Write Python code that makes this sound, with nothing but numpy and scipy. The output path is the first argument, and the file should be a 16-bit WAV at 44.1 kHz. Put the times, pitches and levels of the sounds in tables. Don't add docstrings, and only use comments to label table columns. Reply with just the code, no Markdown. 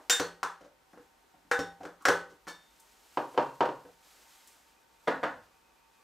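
import sys
import numpy as np
from scipy import signal
from scipy.fft import rfft, irfft, next_fast_len
from scipy.io import wavfile
from scipy.ndimage import uniform_filter1d

SR = 44100
rng = np.random.default_rng(int(sys.argv[2]) if len(sys.argv) > 2 else 0)


def to_wav(sig):
    pcm = np.clip(np.atleast_2d(sig), -1, 1) * 32767
    pcm = np.round(pcm).astype(np.int16)
    wavfile.write(sys.argv[1], SR, pcm.T)


def volts(x):
    e = np.asarray(x, float) / 20
    return 10 ** e


N = 266275
TAIL = 32768

# hz, side_minus_mid_db
ROOM_SIDE = [(25, -36), (60, -25.5), (110, -20.5), (200, -16.5), (380, -21.5), (700, -7), (1290, -20.5),
             (2380, -7.5), (4400, -16.5), (8120, -14), (15000, -24.5)]
# start_s, peak_db, rocking_db
FAR_DROPS = [
    (3.172, -12, -30),
    (3.376, -7, -23.5),
    (3.606, -6.5, -16.5),
]


def on_log(hz, table):
    at_hz, value = np.transpose(table)
    return np.interp(np.log(hz + 1), np.log(at_hz), value)


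def unit(x):
    return x / np.sqrt(np.mean(x ** 2))


def noise(colour):
    size = next_fast_len(N)
    spectrum = rfft(rng.standard_normal(size))
    gain = volts(on_log(np.fft.rfftfreq(size, 1 / SR), colour))
    return unit(irfft(spectrum * gain, size)[:N])


def walk(rate_hz):
    hold = int(SR / rate_hz)
    steps = np.repeat(rng.standard_normal(N // hold + 1), hold)
    return unit(uniform_filter1d(uniform_filter1d(steps, hold), hold)[:N])


def add(track, start_s, x):
    i = int(start_s * SR)
    track[i:i + len(x)] += x[:N - i]


def even(x, size):
    spectrum = rfft(x)
    return spectrum / np.sqrt(uniform_filter1d(np.abs(spectrum) ** 2, size))


def room(dry, direct_db, early_db, early_t60_s):
    # hz, t60_s
    room_t60 = [(60, 1), (150, 0.34), (400, 0.31), (1000, 0.34), (2500, 0.33), (6000, 0.31), (13000, 0.26)]
    t, hz = np.arange(TAIL) / SR, np.fft.rfftfreq(TAIL, 1 / SR)
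    echo = np.zeros((2, TAIL))
    for centre_hz in 60 * 2. ** np.arange(9):
        share = np.clip(1 - np.abs(np.log2((hz + 1) / centre_hz)), 0, 1)
        band = irfft(rfft(rng.standard_normal((2, TAIL))) * share)
        band[1] *= volts(on_log(centre_hz, ROOM_SIDE))
        late = volts(-60 * t / on_log(centre_hz, room_t60))
        early = volts(early_db - 60 * t / early_t60_s)
        build_up = 1 - np.exp(-t * centre_hz / 1.3)
        echo += band * (late + early) * build_up
    echo[0] = irfft(even(echo[0], size=40)) * np.std(echo[0]) * np.sqrt(TAIL)
    echo[:, TAIL // 2:] = 0
    echo /= np.sqrt(np.sum(echo[0] ** 2))
    echo[0, 0] = volts(direct_db)
    mid, side = signal.fftconvolve(dry[None], echo, axes=1)[:, :N]
    return np.array([mid + side, mid - side])


def blows(rows, body, gain_db, bump_db):
    rise_s = 0.0008
    size = 4096
    out, hz, t = np.zeros(N), np.fft.rfftfreq(size, 1 / SR), np.arange(size) / SR
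    for start_s, db, treble_db, bass_db, peak_hz, ms in rows:
        colour_db = on_log(hz, body) + bump_db * np.exp(-np.log2((hz + 1) / peak_hz) ** 2 / 0.18)
        tilt = [(250, bass_db + 22.0), (450, 0.01), (1800, 0.016),
                (3000, treble_db + 27.5), (14000, 1.19 * (treble_db + 27))]
        colour_db += on_log(hz, tilt)
        cepstrum = irfft(np.log(volts(colour_db)))
        cepstrum[1:size // 2] *= 2
        cepstrum[size // 2:] = 0
        envelope = np.minimum(t / rise_s, 1) * np.exp(-1000 * t / max(ms, .3))
        grit = rng.standard_normal(size) ** 3 * envelope
        crunch = irfft(even(grit, size=3) * np.exp(rfft(cepstrum)))[:3500]
        add(out, start_s, crunch * volts(db + gain_db) / np.sqrt(np.sum(crunch ** 2)))
    return out


def ring(modes, strikes, rise_s, choke_s=1):
    out, t = np.zeros(N), np.arange(TAIL) / SR
    hz, db, t60_s = np.transpose(modes)[:, :, None]
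    waver_db = 2 * np.resize(walk(45), (len(modes), TAIL))
    sines = volts(db + waver_db - 60 * t / t60_s) * np.sin(2 * np.pi * hz * t)
    choke = volts(-18 * np.clip((t - choke_s) / 0.0061, 0, 1))
    sound = sines.sum(axis=0) * (1 - np.exp(-t / rise_s)) * choke
    for start_s, strike_db in strikes:
        add(out, start_s, volts(strike_db) * sound)
    return out


def floor():
    # hz, level_db
    hiss = [(12, -27.5), (20, -8), (50, 7), (96, -9.5), (248, -5), (513, -6.5), (624, -11.5), (897, -7.5),
            (976, -5.5), (1440, -7), (12800, -24), (14700, -19.5), (16000, -47.5)]
    hiss_db = -62
    side_colour = [(hz, db + on_log(hz, ROOM_SIDE)) for hz, db in hiss]
    side = noise(side_colour) * volts(hiss_db - 9.5)
    return noise(hiss) * volts(hiss_db - 7.5) + side * np.array([[1], [-1]])


def whine():
    # pitch_hz, rms_db
    steady_tones = [(770, -80), (910, -76), (1330, -99), (1513, -86.5), (1680, -92)]
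    # pitch_hz, rms_db
    late_tones = [(1147, -81), (2420, -84.5), (2550, -85)]
    late_start_s, fade_in_s = 4.6, 0.14
    t = np.arange(N) / SR

    def tone(hz, db):
        level = np.sqrt(2) * volts(db + 3 * walk(30))
        return level * np.sin(2 * np.pi * hz * t + walk(25))

    late = np.clip((t - late_start_s) / fade_in_s, 0, 1)
    return sum(tone(*row) for row in steady_tones) + late * sum(tone(*row) for row in late_tones)


def sleeve():
    # time_s, swish_db
    arms = [(0.0, -72), (0.09, -73), (0.7, -88.5), (0.94, -75.5), (1.5, -77.5), (2.6, -74), (2.86, -67.5),
            (3.16, -63), (3.95, -72), (4.064, -63.5), (4.49, -63), (4.78, -74), (4.99, -74.5), (5.06, -69),
            (5.74, -78), (6.04, -74)]
    # hz, db_per_hz
    cloth_colour = [(710, -24), (1200, 0), (1910, -2.5), (2060, -1), (7870, -3), (9930, -8.5),
                    (11900, -5.5), (15000, -13)]
    t = np.arange(N) / SR
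    swish_db = np.interp(t, *np.transpose(arms))
    dying_away = volts(-51 - 60 * t / 0.33)
    pressure = volts(-70 + 0.4 * (swish_db + 72)) + dying_away
    side = volts(-17) * np.outer([1, -1], noise(cloth_colour))
    cloth = noise([(300, -24.5)] + cloth_colour) + side
    swish = cloth * volts(swish_db + 0.97 * walk(37) + 0.42 * walk(200) + 1.5)
    rub = noise([(80, -28.5), (300, 5), (900, 8.5), (2000, -7.0), (4000, -47.0)])
    return swish + rub * pressure * volts(2.0 * walk(52) - 5.0)


def tin():
    # hz, db_per_hz
    tin_body = [(40, -29), (100, -25.5), (172, -15), (230, -18.5), (290, -4), (600, -5.5), (1200, -1.5),
                (1700, -3.5), (2300, -18.5), (4000, -24), (5700, -23.5), (7600, -27), (10000, -35.5),
                (15000, -43)]
    # start_s, peak_db, treble_db, peak_hz
    rim_slips = [
        (0.097, -6, -5.5, 1790),
        (0.43, -11, -21, 1150),
        (1.513, -7, -22.5, 1640),
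        (2.053, -3.5, -19, 1590),
    ]
    # start_s, peak_db, treble_db, peak_hz
    lid_bumps = [
        (0.197, -11.5, -19, 470),
        (0.932, -37.5, -33, 645),
        (0.974, -37, -31.5, 480),
        (1.449, -48, -23, 697),
        (1.591, -18, -20.5, 480),
        (1.852, -24.5, -26.5, 507),
        (2.084, -3, -23.5, 484),
        (2.469, -29.5, -22.5, 1700),
        (2.475, -27.5, -21, 995),
    ]
    # start_s, peak_db, treble_db, peak_hz
    chatter = [(0.104, -12, -0.5, 1650), (0.609, -36.5, -20, 555), (0.644, -39, -20, 572),
               (1.339, -45.5, -37, 680), (1.519, -27, -4, 474), (1.596, -27, -13, 486),
               (1.805, -31, -25, 700), (1.831, -29.5, -20.5, 519), (1.86, -51, -4.5, 479),
               (1.901, -46, -28, 1150), (2.008, -38.5, -14.5, 1170), (2.06, -13, -35.5, 472),
               (2.094, -15.5, -19.5, 484), (2.299, -41, -13.5, 446), (2.48, -31.5, -1.5, 590)]

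    def bass_db(db):
        return -2 - 0.63 * (db + 40)

    snaps = [(s, db, treble_db, -36.5, hz, 4.4) for s, db, treble_db, hz in rim_slips]
    bumps = [(s, db, treble_db, bass_db(db), hz, 4.2) for s, db, treble_db, hz in lid_bumps]
    skids = [(s, db, treble_db, bass_db(db), hz, 13.7) for s, db, treble_db, hz in chatter]
    return blows(snaps + bumps, tin_body, 11.4, 8.9) + blows(skids, tin_body, 13.5, 19.7)


def metal():
    # pitch_hz, level_db, t60_s
    lid_modes = [(447, -10.5, .2), (485, -0.5, 0.57)]
    wall_modes = [(791, 0, .55)]
    rim_modes = [(1075, -10.5, .12), (1320, -16, .12), (1425, -8.5, .12), (1508, 4, 0.32), (1635, -7, 0.18),
                 (1660, -7, .16), (1910, -7.5, .2), (2069, -11, 0.091), (2360, -14, .15), (2684, -16, 0.15)]
    bench_modes = [(98, -14, .25), (172.4, -10, .33), (286, 0, .2)]
    # start_s, lid_db, wall_db, rim_db, bench_db
    slips = [(.098, -35.5, -45, -37.5, -58), (0.199, -31.5, -53, -42, -35.5), (.431, -49, -49, -48, -50),
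             (.974, -52, -65.5, -73, -59.5), (1.514, -27.5, -32.5, -27.5, -55),
             (1.591, -34, -59, -71, -34.5), (1.805, -56, -70, -69.5, -53), (1.853, -46, -60.5, -65, -53),
             (2.053, -40.5, -59, -27, -47), (2.085, -27, -42.5, -31, -33), (2.3, -57.5, -92, -74, -74),
             (2.475, -53, -65, -58, -70), (3.85, -52.5, -78, -67, -56)]
    # pitch_hz, level_db, t60_s
    blade_modes = [
        [(3654, 0, .3), (5507, -8, .15), (5652, -7, .2), (5900, -5, .12), (6783, -10, .18), (7234, 3, .2),
         (8403, -15, .3)],
        [(3957, -6, .2), (4366, -2, .3), (5889, 2, .17), (6051, -1, .2), (6309, -6, .24), (7031, -6, .22)],
        [(3650, 0, .5), (4463, -7, .2), (6228, -8, .12), (7250, -10, .3)],
        [(5380, 5, .14), (5470, 2, .25), (5523, 2, .28), (5600, 5, .14), (3650, -5, .38), (6955, -11, .3),
         (7208, -8, .25), (4430, -12, .35)],
        [(5496, 4, .08), (5640, 2, .07), (4323, -14, .35), (7601, -4, .1), (2902, -6, .2)],
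        [(1745, 6, .25), (2245, -5, .3), (3628, -5, .66), (4384, -7, .3), (4424, -8, .3), (5496, -6, .3),
         (6850, -12, .15), (7176, -17, .2), (9270, -15, .13), (10890, -16, .22)],
    ]
    # start_s, level_db, choke_s
    grips = [
        (.100, -21.5, .097),
        (.198, -40.5, .3),
        (1.514, -43.5, 0.21),
        (1.594, -49, 0.24),
        (2.053, -30, .3),
        (2.476, -46.5, 0.47),
    ]
    start_s, *parts_db = np.transpose(slips)
    parts = (lid_modes, wall_modes, rim_modes, bench_modes)
    chokes_s = (0.067, 1, 1, 1)
    out = np.zeros(N)
    for modes, db, choke_s in zip(parts, parts_db, chokes_s):
        out += ring(modes, zip(start_s, db), 0.00057, choke_s)
    for modes, (grip_s, db, choke_s) in zip(blade_modes, grips):
        out += ring(modes, [(grip_s, db)], 0.009, choke_s)
    return out


def ticks():
    # start_s, peak_db, contact_ms
    clasp_ticks = [
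        (2.0218, -55, 0.96),
        (2.798, -51, 7),
        (4.4738, -48, 5.1),
        (4.4994, -68, 6),
        (4.5294, -60, 6),
    ]
    rows = [(s, db, -25, -20, 9000, ms) for s, db, ms in clasp_ticks]
    return blows(rows, [(1500, -19), (3500, -4.5), (8000, 9.0), (14000, -2.0)], 18.3, 0)


def far_knocks():
    # hz, db_per_hz
    far_board = [(40, -53), (80, -54), (135, -15), (210, -18), (270, -5.5), (520, 0), (950, -4.5),
                 (1600, -12), (2200, -22), (3000, -18.5), (3700, -28.5), (4300, -28.5), (8000, -43.5),
                 (15000, -109)]
    # lag_s, level_db
    rocking = [
        (.02, -1.5),
        (0.048, 0),
        (.082, -5),
    ]
    # start_s, peak_db
    touches = [
        (3.344, -32.5),
        (3.366, -32.5),
        (3.851, -41),
        (3.888, -44.5),
    ]
    treble_db, bass_db = -28.5, -20
    small = [(s + lag_s, db + less_db) for s, _, db in FAR_DROPS for lag_s, less_db in rocking] + touches
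    rows = [(s, db, treble_db, bass_db, 977, 2) for s, db, _ in FAR_DROPS]
    rows += [(s, db, treble_db, bass_db, 470, 1.8) for s, db in small]
    return blows(rows, far_board, 14.86, 5.4)


def plank():
    # pitch_hz, level_db, t60_s
    plank_modes = [(428, -4, 0.18), (504.4, -1, 0.29), (592, -1.5, 0.21), (934, 0.5, 0.35), (990, -4, 0.12),
                   (3017, -15, 0.12)]
    return ring(plank_modes, [(s, db - 20.5) for s, db, _ in FAR_DROPS], 0.00086)


def near_knocks():
    # hz, db_per_hz
    near_board = [(35, -55.5), (60, -25), (257, -4.5), (317, 4), (381, -11.5), (428, -2), (1010, -3.5),
                  (1670, -6), (2310, -19.5), (15000, -58)]
    # start_s, peak_db, peak_hz
    landings = [
        (5.073, -14.5, 420),
        (5.079, -12, 570),
        (5.112, -28, 1000),
        (5.23, -20.5, 1600),
        (5.235, -14, 1100),
    ]
    rows = [(s, db, -24, -25.5, hz, 7.4) for s, db, hz in landings]
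    return blows(rows, near_board, 15.4, 2.5)


def scene():
    rings = metal()
    at_tin = room(tin() + ticks() + volts(-11.5) * rings, -2.0, 4.25, 0.037) + rings
    at_tin = at_tin * volts(np.array([[.3], [-.3]]))
    far = room(far_knocks(), -5.5, 3.9, 0.046)
    near = room(near_knocks(), -2, 6.2, 0.011)
    return at_tin + far + near + plank() + sleeve() + whine() + floor()


def low_pass(x):
    return signal.sosfilt(signal.butter(12, 16410, fs=SR, output="sos"), x)


def record(dry):
    ceiling, top_hz = 0.36, 15500
    low_cut = signal.butter(2, 45., "high", fs=SR, output="sos")
    top_cut = signal.ellip(8, .2, 60, top_hz, fs=SR, output="sos")
    rounded = ceiling * np.tanh(dry / ceiling)
    mix = signal.sosfilt(np.vstack([low_cut, top_cut]), rounded)
    return low_pass(mix)


dry = scene()
out = record(dry)
to_wav(out)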